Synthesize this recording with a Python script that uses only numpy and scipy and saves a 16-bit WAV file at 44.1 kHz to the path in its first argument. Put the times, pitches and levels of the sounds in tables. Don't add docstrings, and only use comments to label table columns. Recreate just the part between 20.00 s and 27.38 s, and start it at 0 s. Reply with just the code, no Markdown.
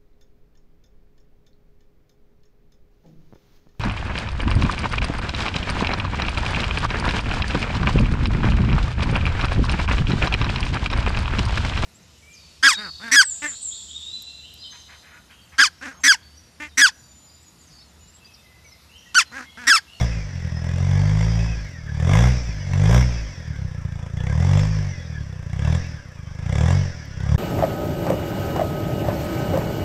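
import sys
import numpy as np
from scipy import signal
from scipy.io import wavfile
from scipy.ndimage import uniform_filter1d

SR = 44100
rng = np.random.default_rng(int(sys.argv[2]) if len(sys.argv) > 2 else 0)


def digitize_waveform(pressure):
    field = np.atleast_2d(pressure).T
    bounded = np.clip(field, -1, 1)
    quanta = np.round(bounded * 32767).astype(np.int16)
    wavfile.write(sys.argv[1], SR, quanta)


def boost_factor(decibels):
    exponent = np.asarray(decibels, float) / 20
    return 10 ** exponent


N = 325438

TEETH_PER_FIRING = 5.75


def evened(x):
    return x / np.sqrt(np.mean(x ** 2) + 1e-20)


def read(points, hz):
    f, value = np.transpose(points)
    return np.interp(np.log(hz + 1), np.log(f + 1), value)


def colour(x, points):
    log_gain = np.log(boost_factor(read(points, abs(np.fft.fftfreq(2 ** 14, 1 / SR)))))
    spectrum = np.exp(np.conj(signal.hilbert(log_gain)))
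    taps = np.fft.ifft(spectrum).real[:2 ** 12]
    return signal.oaconvolve(x, taps)[:N]


def resonate(x, hz, width):
    turn = np.exp(2j * np.pi * np.cumsum(hz * np.ones(len(x))) / SR)
    r = np.exp(-np.pi * width / SR)
    return 2 * (turn * signal.lfilter([1 - r], [1, -r], x / turn)).real


def wander(seconds):
    window = int(seconds * SR)
    return evened(uniform_filter1d(uniform_filter1d(rng.standard_normal(N), window), window))


def obey(law, thump_db, speed):
    mid_speed, mid_thump_db = 45, -25
    db, per_load, per_speed, per_gain = law
    gain = uniform_filter1d(np.gradient(speed) * SR, SR // 20)
    speed_db = 20 * np.log10(speed / mid_speed)
    return db + per_load * (thump_db - mid_thump_db) + per_speed * speed_db + per_gain * gain


def air(t):
    # hz, relative_db (per Hz)
    hiss_points = [(5000, -32), (7500, -1), (10000, -9), (13000, -13), (15600, -22)]
    # start_s, peak_db, pitch_hz, t60_s
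    tick_row = (7.056, -46, 14000, .02)
    s, db, hz, t60 = tick_row
    burst = rng.standard_normal(N) * (t > s) * boost_factor(-60 * abs(t - s) / t60)
    tick = resonate(burst, hz, .2 * hz)
    hiss = evened(colour(rng.standard_normal(N), hiss_points))
    return boost_factor(-73.5) * hiss + boost_factor(db) * tick / abs(tick).max()


def trees(x):
    t = np.arange(SR // 2) / SR
    sparse = (rng.random(len(t)) < .04) * (t > .008)
    taps = rng.choice([-1., 1.], len(t)) * sparse * boost_factor(-60 * t / 0.071)
    return signal.oaconvolve(x, taps / np.linalg.norm(taps))[:N]


def slope(x):
    # hz, gain_db
    slope_points = [(3000, 1.5), (3750, -2.5), (4150, -6), (4600, -8), (5500, -4)]
    return colour(x, slope_points)


def rumble(thump_db):
    centre_hz, width_hz = 27, 22
    lumps = resonate(resonate(rng.standard_normal(N), centre_hz, width_hz), centre_hz, width_hz)
    return boost_factor(0.63 * thump_db - 27.0 + 4.0 * wander(0.019)) * evened(lumps)


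def knocks():
    # start_s, peak_db (ahead of echoes and slope), ring_hz
    knock_rows = [(1.4894, -39, 2560), (4.171, -36, 3410), (4.2038, -32, 3364), (5.6491, -38, 2660)]
    out, t = np.zeros(N + 4000), np.arange(4000) / SR
    for s, db, hz in knock_rows:
        crack = rng.standard_normal(4000) * boost_factor(-60 * t / 0.014)
        tail = .4 * np.sin(2 * np.pi * hz * t) * boost_factor(-60 * t / .06)
        ring = resonate(resonate(crack, hz, .2 * hz), hz, .3 * hz) + tail
        out[round(s * SR):][:4000] += boost_factor(db) * ring / abs(ring).max()
    return out[:N]


def overtone(turns, multiple, db, waver_db):
    phase = 2 * np.pi * TEETH_PER_FIRING * round(multiple) * turns + 1.7 * wander(.008)
    return np.sqrt(2) * boost_factor(db + waver_db * wander(0.027)) * np.cos(phase)


def whine(speed, turns):
    # multiple, relative_db
    strong_overtones = [(6, -2), (8, 1.5), (10, -6)]
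    # hz, gain_db
    casing_points = [(900, -63.5), (1300, -63.5), (1500, -62.5), (1700, -52.5), (1850, -55), (2100, -53),
                     (2350, -58.5), (2570, -52.5), (2750, -67), (3200, -60), (3480, -50), (3700, -67)]
    out = np.zeros(N)
    for k, db in strong_overtones:
        casing_db = read(casing_points, TEETH_PER_FIRING * round(k) * speed)
        out += overtone(turns, k, db + casing_db, 4.7)
    return out


def block(drive, flicker_db):
    # pitch_hz, width_hz, relative_db
    block_modes = [(508, 28, -8.5), (973, 130, -8.5), (1654, 23, -2), (2054, 150, 0.5), (2248, 37, -9.5),
                   (2650, 220, -8.5), (3370, 130, -5), (3720, 65, -10.5), (4670, 57, -14), (4730, 54, -23),
                   (5140, 34, -25), (5650, 52, -16), (7340, 130, -8.5), (8000, 90, -37), (9200, 120, -30)]
    rings = np.zeros(N)
    for hz, width, db in block_modes:
        rings += boost_factor(db + flicker_db * wander(0.073)) * resonate(drive, hz, width) * np.sqrt(SR / width)
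    return evened(signal.sosfilt(signal.butter(6, 9800, fs=SR, output="sos"), rings))


def rattle(turns, rattle_db):
    # hz, relative_db
    rattle_points = [(140, -31.5), (230, 2), (390, -11), (580, -3.5), (680, -11), (1000, -14),
                     (1300, -13.5), (1750, -8), (2900, -20.5), (4000, -19.5), (4750, -6), (5800, -5),
                     (6600, -18), (8100, -29), (12000, -88), (16000, -83)]
    # multiple, relative_db
    faint_overtones = [(7, 0), (11, 1.5), (14, -1.5), (15, 0.5), (16, 1.5), (17, -11), (18, -0.5),
                       (20, -12), (22, 2), (24, -7)]
    beat = 1 + 0.17 * np.cos(2 * np.pi * (turns - .12))
    sizes = boost_factor(1.3 * np.minimum(rng.exponential(1, N), 4))
    struck = rng.random(N) < 1200 / SR
    ticks = evened(struck * sizes * rng.choice([-1., 1.], N) * beat)
    mesh = evened(sum(overtone(turns, k, db, 4.4) for k, db in faint_overtones))
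    hiss = colour(beat * rng.standard_normal(N) + 0.13 * ticks + 0.37 * mesh, rattle_points)
    rings = block(ticks + .15 * mesh, 4.0)
    return boost_factor(rattle_db) * (boost_factor(4.5) * evened(hiss) + boost_factor(-5.5) * rings)


def boom(speed, turns):
    # firings_per_s, level_db (rms)
    boom_points = [(41, -52), (45, -53), (48, -33), (55, -26.5), (63, -32)]
    lag = (speed - 45) * .019
    tone = np.sqrt(2) * boost_factor(read(boom_points, speed)) * np.cos(2 * np.pi * (turns - lag))
    return tone * np.clip((speed - 34) / 7, 0, 1)


def rasps(t):
    # start_s, length_s, puff_change_db, fizz_change_db
    rasp_rows = [(-.05, 0.1, 8.5, 16), (2.08, 0.207, 2.5, 7), (2.885, 0.13, 3, 10.5), (3.966, 0.12, 6, 3),
                 (4.54, 0.046, 1.5, 4), (5.643, 0.052, 2.5, 6), (6.472, 0.23, 3.5, -3)]
    edge_s = 0.034
    start, length, *change = np.transpose(rasp_rows)
    inside_s = np.minimum(t[:, None] - start, start + length - t[:, None])
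    on = np.clip(inside_s / edge_s + .5, 0, 1)
    return np.array(change) @ on.T


def puffs(since, firing, puff_db, fizz_db, spread):
    # hz, relative_db (per Hz)
    puff_points = [(140, -35), (230, 4.5), (330, -8), (408, -4), (443, -4), (505, 1.5), (656, -1.5),
                   (1000, -5), (1440, -12.5), (1670, -8.5), (2810, -22.5), (3480, -10), (4240, -32.5),
                   (5980, -13), (11500, -36), (15000, -65), (22000, -120)]
    # hz, relative_db (per Hz)
    fizz_points = [(7000, -57), (10500, 2.5), (12000, -1), (14400, -1), (15600, -10)]
    late = np.maximum(since - .0004, 0)
    burst = late / .0008 * np.exp(-late / .002) * boost_factor(2.2 * spread[firing])
    gas = evened(.19 + burst) * rng.standard_normal(N)
    gas -= 0.5 * evened(np.diff(firing, prepend=0) * 1.)
    sharp = evened(0.061 + burst ** 2.43) * rng.standard_normal(N)
    bark = evened(colour(gas, puff_points)) + boost_factor(-6.5) * block(sharp, 3.0)
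    fizz = evened(colour(sharp, fizz_points))
    return bark * boost_factor(puff_db - 2.0) + fizz * boost_factor(fizz_db + 4.5)


def thumps(firing, speed, thump_db, spread):
    cylinder_db = [-4.7, -6.5, -2.3, -3.4]
    # hz, relative_db
    silencer_points = [(12, 1), (30, -24), (45, -11), (56, -0.5), (70, 6), (85, 6), (100, 5.5), (130, 2),
                       (155, 3.5), (185, -7), (210, -12), (270, -43.5), (400, -29.5), (900, -106),
                       (3000, -100)]
    at = np.flatnonzero(np.diff(firing, prepend=0))
    light = np.clip((-19 - thump_db[at]) / 9, .12, 1)
    uneven_db = np.take(cylinder_db, firing[at] % 4) + 2.96 * spread[firing[at]]
    kick = np.zeros(N)
    kick[at] = -boost_factor(thump_db[at] + light * uneven_db)
    kick /= np.sqrt(speed)
    return boost_factor(68) * colour(kick, silencer_points)


def scene():
    # time_s, firings_per_s
    speed_points = [(0.0, 61.96), (0.37, 42.77), (0.58, 40.22), (1.3, 55.75), (1.55, 55.82), (1.83, 35.92),
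                    (2.0, 36.97), (2.23, 62.4), (2.37, 62.33), (2.62, 46.16), (2.79, 46.91), (2.99, 64.59),
                    (3.22, 54.91), (3.37, 41.81), (3.73, 29.13), (4.1, 27.33), (4.25, 31.35), (4.47, 46.87),
                    (4.69, 53.63), (5.45, 26.85), (5.8, 45.03), (6.23, 23.87), (6.41, 26.23), (6.79, 49.78),
                    (7.15, 29.99), (7.38, 39.86)]
    # time_s, thump_db
    load_points = [(0.0, -16.5), (0.04, -20.5), (0.08, -25), (0.24, -31.5), (0.96, -18), (1.41, -21),
                   (1.74, -37), (1.88, -29), (2.05, -19), (2.15, -14.5), (2.27, -14.5), (2.45, -31),
                   (2.6, -30.5), (2.76, -18.5), (2.97, -12.5), (3.25, -35), (3.62, -28), (4.13, -28),
                   (4.17, -24), (4.36, -21.5), (4.4, -18.5), (4.56, -15.5), (4.67, -22), (4.89, -24.5),
                   (4.93, -31.5), (5.49, -28), (5.69, -19), (5.75, -20), (5.83, -27.5), (6.02, -40.5),
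                   (6.32, -30.5), (6.63, -18), (6.74, -16.5), (6.88, -24.5), (6.94, -37), (7.02, -35),
                   (7.19, -28.5), (7.35, -15)]
    # time_s, change_db
    drift_points = [(0, 1), (.6, -0.5), (1.4, -0.5), (2, 0), (2.4, 1.5), (2.7, -0.5), (3.2, 1.5),
                    (3.7, 0.5), (4.3, 0.5), (4.8, 0.), (5.6, 1), (5.85, 4.5), (6.05, 2.5), (6.3, 4.5),
                    (6.6, 3), (7.1, 5), (7.38, 1)]
    # base_db (at mid speed and load),
    # db_per_db_of_load, db_per_db_of_speed, db_per_acceleration (dB per firing/s gained each s)
    puff_law = (-45.5, 1.1422, 0, 0.0566)
    fizz_law = (-95.5, 1.7, 3.5, 0.0755)
    rattle_law = (-47, 0.2237, 2, 0.0022)
    whine_law = (0., 0.16, 0.16, 0.0077)
    flywheel_s = .13
    start_turn = .381

    t = np.arange(N) / SR
    speed = np.interp(t, *np.transpose(speed_points))
    speed = uniform_filter1d(speed, round(flywheel_s * SR), mode="nearest")
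    thump_db = np.interp(t, *np.transpose(load_points))
    turns = start_turn + np.cumsum(speed) / SR
    firing = turns.astype(int)
    since = turns % 1 / speed
    spread = rng.standard_normal((firing[-1] + 1, 2)).T

    puff_change_db, fizz_change_db = rasps(t)
    puff_db = obey(puff_law, thump_db, speed) + puff_change_db
    fizz_db = obey(fizz_law, thump_db, speed) + fizz_change_db
    fizz_db = 20 * np.log10(boost_factor(fizz_db) + boost_factor(-79))
    rattle_db = obey(rattle_law, thump_db, speed) + np.interp(t, *np.transpose(drift_points))

    bright = puffs(since, firing, puff_db, fizz_db, spread[0]) + knocks()
    bright += rattle(turns, rattle_db)
    bright += whine(speed, turns) * boost_factor(obey(whine_law, thump_db, speed))
    bright = slope(bright + boost_factor(-9.0) * trees(bright))
    low = thumps(firing, speed, thump_db, spread[1]) + boom(speed, turns) + rumble(thump_db)
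    return (low + bright + air(t))[None]


def top_cut(x):
    return signal.sosfilt(signal.butter(12, 15710, fs=SR, output="sos"), x)


def record(dry):
    end_s = 7.362
    heard = signal.sosfilt(signal.butter(1, 4, "high", fs=SR, output="sos"), dry)
    fade = np.clip((end_s * SR - np.arange(N)) / 60, .002, 1)
    return top_cut(heard * fade)


dry = scene()
out = record(dry)
digitize_waveform(out)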